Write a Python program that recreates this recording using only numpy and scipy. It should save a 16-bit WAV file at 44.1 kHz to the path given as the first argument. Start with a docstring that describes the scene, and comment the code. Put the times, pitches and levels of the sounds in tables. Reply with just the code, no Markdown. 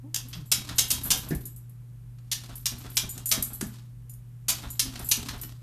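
"""A puppy paws at a glass oven door in a small kitchen, after one short low whine.
Its claws skid in bursts of tiny slips that excite the door's modes; its pads rub in jerks and groan.
Damped tones make the thuds on door and tiles, and decaying high modes the clinking collar tags.
An appliance hums under it all, and decaying echoes give the room."""
import sys
import numpy as np
from scipy import signal
from scipy.fft import rfft, irfft
from scipy.io import wavfile
from scipy.ndimage import uniform_filter1d

SR = 44100
rng = np.random.default_rng(int(sys.argv[2]) if len(sys.argv) > 2 else 0)


def bounce(signal):
    """Save signal as a 16-bit WAV file at the path given by the first command-line argument."""
    frames = np.transpose(np.atleast_2d(signal))
    limited = np.clip(frames, -1, 1)
    pcm = np.round(limited * 32767).astype(np.int16)
    wavfile.write(sys.argv[1], SR, pcm)


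N = 247842

# Levels in all tables are relative. Spectra list relative density (frequency [Hz], density [dB per Hz]).
# mains hum harmonics: (frequency [Hz], level [dB])
HUM_HARMONICS = [(120, -44), (240, -73), (360, -88)]
# spectrum of low rumble and faint hiss: (frequency [Hz], density [dB per Hz])
AIR_SPECTRUM = [(20, -13), (38, 2), (52, 10), (75, -9), (150, 1), (220, -13.5), (400, -23), (700, -30),
                (1200, -30), (2500, -35.5), (5000, -40), (12000, -35)]
# the whine's course: (time [s], pitch [Hz], level [dB])
WHINE_COURSE = [(.015, 274.6, -85), (.045, 278, -44), (0.079, 302, -52), (.11, 312, -75), (.135, 295, -59)]
# spectrum of a skidding claw: (frequency [Hz], density [dB per Hz])
CLAW_SPECTRUM = [(150, -9), (500, -23), (1000, -14), (2000, -11), (3200, -6), (4500, -5), (5500, -3),
                 (7500, -6.5), (10500, -9), (13500, -9.5)]
# modes of the door's glass and trim: (frequency [Hz], level [dB], t60 [s])
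DOOR_MODES = [(1000, -9, .2), (1340, -9, .2), (2250, -7, .2), (2569, -4, .25), (2840, -3, .25),
              (3169, 0, .25), (3276, -2, .25), (3548, -2, .25), (3818, 2, .25), (4573, 0, .25),
              (5310, 1, .22), (6195, -2, .22), (6328, -1, .22), (6877, -1, .22), (7539, -2, .2),
              (8532, -1, .2)]
# swipes, each two claw strikes, a pad thud and a drag down the door:
# (time [s], claw level [dB], gap to second claw [s], second skid [s], extra knock [dB], extra fizz [dB],
#  claw pitch [Hz], pad thud level [dB], drag length [s], drag level [dB])
PAW_SWIPES = [(0.1432, -23, .0165, 0.0044, -3, 2, 6300, -65, 0.18, -57),
              (0.5161, -14.5, 0.0052, 0.0061, -4.5, 3, 5420, -38, 0.16, -47),
              (0.7829, -14.5, 0.0036, 0.01, -3, 3, 6750, -44.5, 0.097, -51.5),
              (0.9035, -17, .006, .01, -4, 8, 6240, -56, .12, -48),
              (1.104, -15.5, .005, 0.013, .5, 2.5, 6700, -39, 0.13, -53.5),
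              (2.3146, -24, .0045, 0.0144, -5.5, -0.5, 6260, -63, 0.15, -53.5),
              (2.6565, -20, 0.0074, 0.0042, -6.5, 1.5, 5800, -35, 0.16, -52),
              (2.969, -15.5, 0.0058, .004, -3.5, 0.5, 5600, -31.5, 0.17, -55),
              (3.314, -15.5, .007, 0.0056, 1, 2.5, 4950, -29, 0.16, -56),
              (4.483, -18.5, 0.005, 0.02, 0, 4.5, 6170, -59, .12, -47.5),
              (4.794, -14.5, 0.0062, 0.0034, -8.5, 2.5, 5300, -35.5, 0.17, -48.5),
              (5.1129, -15, 0.0048, 0.0056, -4, 3, 6100, -32, 0.19, -48.5)]
# on the way down a claw catches the door's edge:
# (time [s], skid [s], level [dB], extra knock [dB], extra fizz [dB], claw pitch [Hz])
EDGE_CATCHES = [(0.329, 0.015, -40, -0.5, -15, 3300), (0.689, 0.009, -35, 10, -5.5, 3860),
                (3.177, .006, -36, -2, 8, 7500), (4.955, 0.0088, -38.5, 11, -7, 4000),
                (4.992, 0.0064, -37, 9, 13, 2800), (5.285, 0.0089, -34, 11, -4, 3850)]
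# paws come down on the tiles and slide a little:
# (time [s], claw level [dB], extra fizz [dB], weight level [dB], thud pitch [Hz], slide level [dB])
LANDINGS = [(1.305, -51, -6, -13, 161, -90), (2.185, -65.5, -9, -61, 230, -82.5),
            (3.61, -33, 7.5, -20.5, 223, -64.5), (4.135, -54, 21.5, -56.5, 229, -89.5),
            (5.433, -45, 1, -36.5, 226, -81.5)]
# spectrum of the hollow door when bumped: (frequency [Hz], density [dB per Hz])
HOLLOW_SPECTRUM = [(250, -8.5), (450, -3), (700, -0.5), (930, 0.5), (1400, 1.5), (2200, -8.5), (3500, -4),
                   (7000, -21)]
# spectrum of a pad's slap: (frequency [Hz], density [dB per Hz])
SLAP_SPECTRUM = [(60, -25), (150, 7), (240, 1.5), (320, -4.5), (410, -6), (510, -18), (700, -11),
                 (950, -24), (1400, -24), (1800, -22), (2250, -20.5), (5000, -58)]
# spectrum of rubbing pads: (frequency [Hz], density [dB per Hz])
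RUB_SPECTRUM = [(200, -8.5), (500, -4), (1000, 1.5), (2000, -4), (4000, 1.5), (7000, -3), (13000, -7)]
# spectrum of the grumbling sheet metal: (frequency [Hz], density [dB per Hz])
PANEL_SPECTRUM = [(20, -52.5), (45, 9), (80, 12), (160, -5), (250, 3), (330, -2), (450, -17), (900, -26.5),
                  (3000, -47.5)]
# pads stick and slip on the glass, one list per groan: (time [s], pitch [Hz], level [dB])
GROAN_COURSES = [
    [(.23, 230, -61), (.26, 243, -47), (.3, 272, -68)],
    [(.35, 185, -52), (.395, 161, -40.5), (.425, 142, -46), (.465, 136, -54)],
    [(4.825, 277.9, -54), (4.86, 264.7, -48.5), (4.94, 260, -63)],
]
# hard clinks of the collar tags:
# (time [s], level [dB], extra dry tick [dB], large tag against small [dB])
TAG_CLINKS = [(0.4574, -43, -13, -2), (0.7562, -31.5, -18, -10), (0.8799, -29.5, -4.5, -5),
              (1.0345, -20, -13.5, -24), (1.055, -23, -2, -14), (1.1744, -24, -19.5, -14),
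              (1.2875, -33, 3, -15), (1.3488, -41.5, 13.5, -10), (1.4541, -30, 0.5, -9),
              (1.5618, -39, -0.5, -12), (1.6945, -53.5, 6.5, -9), (2.5551, -30, 0.5, -23),
              (2.7836, -38.5, 1.5, -3), (2.9003, -40.5, 5, -15.5), (2.9542, -29, -5.5, -21),
              (3.0914, -21.5, -11.5, -13.5), (3.2575, -17, -2.5, -25), (3.2894, -26, 7.5, -8.5),
              (3.4246, -20.5, 7.5, -12), (3.5324, -26, -3.5, -14.5), (4.0951, -37, 0.5, -33.5),
              (4.7027, -28, -4, -4), (5.0444, -25.5, -17, -3), (5.0883, -20.5, 3.5, -19),
              (5.4131, -27, 0.5, -16)]
# modes of the two tags, damped by fur: (frequency [Hz], level [dB], t60 [s])
SMALL_TAG_MODES = [(7041, -15, .16), (8473, -13, .16), (9800, -12, .08), (11090, -9, .08), (11880, -1, .17),
                   (11950, 0, .17), (12020, -1, .14), (12135, -5, .12), (13200, -8, .07)]
LARGE_TAG_MODES = [(7666, 0, .5), (10470, -5, .2), (11930, -1, .3)]
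# modes of the sprung floor: (frequency [Hz], level [dB], t60 [s])
FLOOR_MODES = [(160, -2, .1), (235, -1, .09), (300, 0, .09), (360, -4, .08), (690, -18, .07),
               (1450, -22, .08), (1640, -19, .11), (1780, -16, .1), (1950, -21, .08)]
# decay of the room's echoes: (frequency [Hz], t60 [s])
KITCHEN_DECAY = [(100, 0.63), (400, 0.37), (1500, 0.32), (4000, 0.26), (8000, 0.21), (14000, 0.22)]

AIR_DB = -52
# the leading claw has a fixed skid; the second claw is lighter the longer it skids
FIRST_SKID_S, FIRST_CLAW_DB, SKID_FADE_DB_PER_S = 0.0042, -1, 150.5
STEP_SKID_S, STEP_KNOCK_DB, STEP_HZ = 0.0056, 8, 9600
# the hollow door answers a square, knocking strike most (dB of bump per dB of knock)
BUMP_DB, BUMP_PER_KNOCK = -20.5, 2.6
# the pad follows the claws, with weight behind it; its bump and push are against its thud
PAD_LAG_S, PAD_HZ, PAD_PUSH_DB, PAD_BUMP_DB = .062, 239.5, 1, -7.5
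# let go, the door springs back: lags after the slip-off, and levels against the drag
REBOUND_LAG_S, REBOUND_PUSH_LAG_S = .026, .045
REBOUND_BUMP_DB, REBOUND_THUD_DB, REBOUND_PUSH_DB = 10.5, 5.5, 16.5
DRAG_RISE_S, DRAG_RELEASE_S, SLIDE_S, RUB_DB, FLEX_DB = 0.14, .1, 0.18, 3, 4.5
# every swipe also sets the tags swinging into faint clinks
SWING_FROM_S, SWING_TO_S = .1, .36
SWING_DB, SWING_SPREAD_DB, SWING_TICK_DB, SWING_LARGE_DB = -44.5, 5.5, 0, -14.5
# the tags hang differently at every blow, which shifts their pitch by up to this fraction
RATTLE_S, TAG_DETUNE = .0045, 0.0019
# claws touch first, then the floor knocks, the pad thuds and the weight settles
KNOCK_LAG_S, HEEL_LAG_S, SETTLE_LAG_S, HEEL_DB, SETTLE_DB = 0.00323, .016, 0.0343, -6, -12
EDGE_HZ = 14050


def amp(db):
    """Converts decibels to a linear gain."""
    return 10 ** (np.asarray(db) / 20)


def evened(x):
    """Normalizes power: scales to rms 1."""
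    return x / np.sqrt(np.mean(x ** 2) + 1e-20)


def read(points, hz):
    """Interpolates linearly along a logarithmic frequency axis."""
    f, value = np.transpose(points)
    return np.interp(np.log(hz + 1), np.log(f + 1), value)


def add(mix, s, sound):
    """Superposes a sound on the mix at time s."""
    part = mix[max(round(s * SR), 0):][:len(sound)]
    part += sound[:len(part)]


def coloured(x, *spectra):
    """Linear filtering in the frequency domain: the dB spectra of cascaded filters sum."""
    hz = np.fft.rfftfreq(len(x), 1 / SR)
    gain_db = sum(read(points, hz) for points in spectra)
    return irfft(rfft(x) * amp(gain_db), len(x))


def background():
    """Periodic mains hum of an appliance plus broadband noise for its low rumble and faint hiss."""
    t = np.arange(N) / SR
    hum = np.zeros(N)
    for hz, db in HUM_HARMONICS:
        hum += amp(db) * np.sqrt(2) * np.sin(2 * np.pi * (hz * t + rng.random()))
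    air = evened(coloured(rng.standard_normal(N), AIR_SPECTRUM))
    return hum + amp(AIR_DB) * air


def glide(rows, overtones_db, roughness):
    """Frequency modulation: a wavering harmonic tone follows rows of (time [s], pitch [Hz], level [dB])."""
    s, hz, db = np.transpose(rows)
    t = np.arange(N) / SR
    waver = evened(uniform_filter1d(rng.standard_normal(N), size=200))
    pitch = np.interp(t, s, hz) * (1 + roughness * waver)
    turns = np.cumsum(pitch) / SR
    tone = sum(amp(level) * np.sin(2 * np.pi * (k + 1) * turns) for k, level in enumerate(overtones_db))
    return evened(tone) * amp(np.interp(t, s, db, left=-120, right=-120))


def whine():
    """Voiced harmonics in a soft closed-mouth whine that rises, then dips at its end."""
    return glide(WHINE_COURSE, overtones_db=[3.0, -15.0, -18.5, -28], roughness=.05)


def slips(size, spread_db):
    """Stick-slip friction as noise: dense tiny slips of uneven strength."""
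    unevenness = np.minimum(rng.exponential(1, size), 4)
    return evened(rng.standard_normal(size) * amp(spread_db * unevenness))


def contact(length, rise, release, size=4096):
    """Contact force: an exponential bite, a hold while skidding, and an exponential release."""
    t = np.arange(size) / SR
    return (1 - np.exp(-t / rise)) * np.exp(-np.maximum(t - length, 0) / release)


def ring(modes, scatter_db, size=24576, detune=0):
    """Modal decay with energy 1; every blow lands elsewhere and favours other modes."""
    t = np.arange(size) / SR
    hz, db, t60 = np.transpose(modes)[:, :, None]
    db = db + scatter_db * rng.uniform(-1, 1, hz.shape)
    hz = hz * (1 + detune * rng.uniform(-1, 1, hz.shape))
    partials = amp(db - 60 * t / t60) * np.sin(2 * np.pi * (hz * t + rng.random(hz.shape)))
    out = np.sum(partials, axis=0)
    onset = np.minimum(np.arange(size) / 44, 1)  # about 1 ms
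    return out * onset / np.linalg.norm(out)


def claw(length, db, knock_db, fizz_db, hz):
    """Dry friction: a claw skids for milliseconds in a burst of slips, peaked at its own pitch."""
    force = contact(length, rise=.0006, release=.0016)
    tint = [(1500, knock_db), (3300, 0.0031), (5000, 0.0026), (9500, fizz_db)]
    squeak = [(hz / 1.25, 0), (hz, 3), (hz * 1.25, 0)]
    grain = coloured(slips(len(force), spread_db=3.5), CLAW_SPECTRUM, tint, squeak)
    return amp(db) * force * evened(grain)


def scratches():
    """Friction exciting resonance: claws set the door ringing briefly, while the tiles stay dead."""
    out, skids = np.zeros(N), []
    for s, db, gap, length, knock_db, fizz_db, hz, *_ in PAW_SWIPES:
        skids.append((s, claw(FIRST_SKID_S, db + FIRST_CLAW_DB, knock_db, fizz_db, hz)))
        second_db = db - SKID_FADE_DB_PER_S * length
        skids.append((s + gap, claw(length, second_db, knock_db, fizz_db, hz)))
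    for s, length, db, knock_db, fizz_db, hz in EDGE_CATCHES:
        skids.append((s, claw(length, db, knock_db, fizz_db, hz)))
    for s, skid in skids:
        add(out, s, amp(1.5) * skid)
        door = ring(DOOR_MODES, scatter_db=5.5, size=8192)
        add(out, s, amp(-15.5) * np.linalg.norm(skid) * door)
    for s, db, fizz_db, *_ in LANDINGS:
        add(out, s, amp(7.5) * claw(STEP_SKID_S, db, STEP_KNOCK_DB, fizz_db, STEP_HZ))
    return out


def bump(db, length):
    """Forced response of a cavity: a paw bumps and scuffs the hollow door."""
    force = contact(length, rise=.002, release=0.024)
    scuff = evened(coloured(slips(len(force), spread_db=4.5), HOLLOW_SPECTRUM))
    return amp(db - 10.0) * force * scuff


def thud(db, hz, t60, slap_db):
    """Cushioned impact: a padded blow gives a damped tone with a noisy slap."""
    t = np.arange(SR // 4) / SR
    cushion = 1 - np.exp(-t / .003)
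    tone = amp(-60 * t / t60) * np.sin(2 * np.pi * hz * t)
    slap_force = contact(0.0036, rise=0.00081, release=0.024, size=len(t))
    slap = slap_force * evened(coloured(rng.standard_normal(len(t)), SLAP_SPECTRUM))
    return amp(db + 0.5) * cushion * (tone + amp(slap_db) * slap)


def push(db, hz=55):
    """Low-frequency pressure pulse: one slow push of the puppy's weight under a Gaussian swell."""
    t = np.arange(SR // 12) / SR - .025  # the swell peaks 25 ms in
    swell = np.exp(-(t / .011) ** 2)
    return amp(db - 4) * swell * np.cos(2 * np.pi * hz * t)


def paws():
    """Impact and elastic recoil: the door bumps, the pad thuds, and the door springs back at slip-off."""
    out = np.zeros(N)
    for s, db, _, _, knock_db, _, _, pad_db, drag, drag_db in PAW_SWIPES:
        add(out, s, bump(db + BUMP_DB + BUMP_PER_KNOCK * knock_db, length=0.054))
        pad_s = s + PAD_LAG_S
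        add(out, pad_s, thud(pad_db, hz=PAD_HZ, t60=0.079, slap_db=-9))
        add(out, pad_s, bump(pad_db + PAD_BUMP_DB, length=.007))
        add(out, pad_s, push(pad_db + PAD_PUSH_DB))
        let_go = s + drag
        add(out, let_go + REBOUND_LAG_S, bump(drag_db + REBOUND_BUMP_DB, length=0.026))
        add(out, let_go + REBOUND_LAG_S, thud(drag_db + REBOUND_THUD_DB, hz=260, t60=0.14, slap_db=2))
        # the weight shifts after the paw lets go
        add(out, let_go + REBOUND_PUSH_LAG_S, push(drag_db + REBOUND_PUSH_DB))
    return out


def rubbing():
    """Jerky sliding friction: pads drag down the door, whose sheet metal grumbles, and slide on tiles."""
    on_door, on_tiles = np.zeros((2, N))
    for s, *_, length, db in PAW_SWIPES:
        add(on_door, s, amp(db) * contact(length, rise=DRAG_RISE_S, release=DRAG_RELEASE_S, size=SR))
    for s, *_, db in LANDINGS:
        add(on_tiles, s, amp(db) * contact(SLIDE_S, rise=0.025, release=0.049, size=SR))
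    unevenness = evened(coloured(rng.standard_normal(N), [(40, 62), (100, -67), (300, -91)]))
    jerks = amp(3.3 * unevenness)
    grain = evened(coloured(jerks * slips(N, spread_db=7), RUB_SPECTRUM))
    grumble = evened(jerks * coloured(rng.standard_normal(N), PANEL_SPECTRUM))
    return (on_door + on_tiles) * amp(RUB_DB) * grain + on_door * amp(FLEX_DB) * grumble


def groans():
    """Periodic stick-slip: damp pads judder down the glass with a low groan."""
    return sum(glide(rows, overtones_db=[0, -17, -26], roughness=0.03) for rows in GROAN_COURSES)


def swings(count=2):
    """Pendulum-like swing: faint clinks at random moments after each swipe, in rows like TAG_CLINKS."""
    rows = []
    for s, *_ in PAW_SWIPES:
        for when, force in rng.random((count, 2)):
            clink_s = s + SWING_FROM_S + when * (SWING_TO_S - SWING_FROM_S)
            clink_db = SWING_DB + SWING_SPREAD_DB * (2 * force - 1)
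            rows.append((clink_s, clink_db, SWING_TICK_DB, SWING_LARGE_DB))
    return rows


def collar():
    """Repeated impact of two resonators: metal tags strike, ring, and chatter on for a moment."""
    ticks, rings = np.zeros((2, N))
    force = contact(RATTLE_S, rise=0.00031, release=0.0032)
    for s, db, tick_db, large_db in list(TAG_CLINKS) + swings():
        add(ticks, s, amp(db + tick_db) * force * slips(len(force), spread_db=-4.0))
        strength = amp(db - 9) * np.linalg.norm(force)
        large = ring(LARGE_TAG_MODES, scatter_db=3, size=16384)
        add(rings, s, strength * amp(large_db) * large)
        small = ring(SMALL_TAG_MODES, scatter_db=15.0, size=8192, detune=TAG_DETUNE)
        add(rings, s, strength * small)
        for delay in np.cumsum(rng.uniform(0.0054, 0.0062, size=4)):  # ever weaker rebounds
            fade = amp(-12 - 150 * delay)
            small = ring(SMALL_TAG_MODES, scatter_db=14.0, size=8192, detune=TAG_DETUNE)
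            add(rings, s + delay, fade * strength * small)
            add(ticks, s + delay, fade * amp(db + 4.5) * force * slips(len(force), spread_db=5.5))
    tick_spectrum = [(1000, -30.5), (5000, -21), (7500, -11.5), (10000, -5.5), (12000, 3.0), (14000, -12.0)]
    return rings + coloured(ticks, tick_spectrum)


def footfalls():
    """Modal impact: forepaws drop on the floor, which knocks hollowly and gives under the weight."""
    out, t = np.zeros(N), np.arange(SR // 4) / SR
    modes = sum(amp(db - 60 * t / t60) * np.sin(2 * np.pi * hz * t) for hz, db, t60 in FLOOR_MODES)
    cushion = 1 - np.exp(-t / .003)
    for s, _, _, db, hz, _ in LANDINGS:
        add(out, s + KNOCK_LAG_S, amp(db - 8.5) * cushion * modes)
        add(out, s + HEEL_LAG_S, thud(db + HEEL_DB, hz=hz, t60=0.079, slap_db=-13))
        add(out, s + SETTLE_LAG_S, push(db + SETTLE_DB))
    return out


def reflections(size):
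    """Frequency-dependent absorption: dense echoes off tiles and cabinets die band by band; energy 1."""
    taps = rng.choice([-1., 1.], size) * (rng.random(size) < 6000 / SR)  # about 6000 echoes per second
    hz, t, z = signal.stft(taps, SR, nperseg=256)
    decay = amp(-60 * t / read(KITCHEN_DECAY, hz)[:, None])
    tail = signal.istft(z * decay, SR, nperseg=256)[1][:size]
    tail = tail * np.clip(np.arange(size) / SR / .003 - .5, 0, 1)  # silent at first, full by 4.5 ms
    return tail / np.linalg.norm(tail)


def kitchen(x, count=3):
    """Reverberation from a moving source: the puppy keeps shifting, so the echo pattern drifts."""
    turn = np.arange(N) / SR / 1.3
    shares = np.sqrt(2 / count) * np.cos(np.pi * (turn + np.arange(count)[:, None] / count))
    return sum(signal.oaconvolve(x * share, reflections(size=24576))[:N] for share in shares)


def scene():
    """Superposition of direct sound, reverberation and the steady background."""
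    bright = scratches() + collar()
    soft = paws() + footfalls() + rubbing() + groans() + whine()
    direct = bright + amp(1.5) * soft
    echoes = amp(-4) * kitchen(bright + amp(-4.0) * soft)
    return (direct + echoes + background())[None]


def record(dry):
    """Soft saturation rounds off the sharpest peaks; a low-pass filter then limits the band."""
    ceiling = .7
    rounded = ceiling * np.tanh(dry / ceiling)
    lowpass = signal.firwin(401, EDGE_HZ, window=("kaiser", 7), fs=SR)
    return signal.oaconvolve(rounded, lowpass[None], "same")


dry = scene()
out = record(dry)
bounce(out)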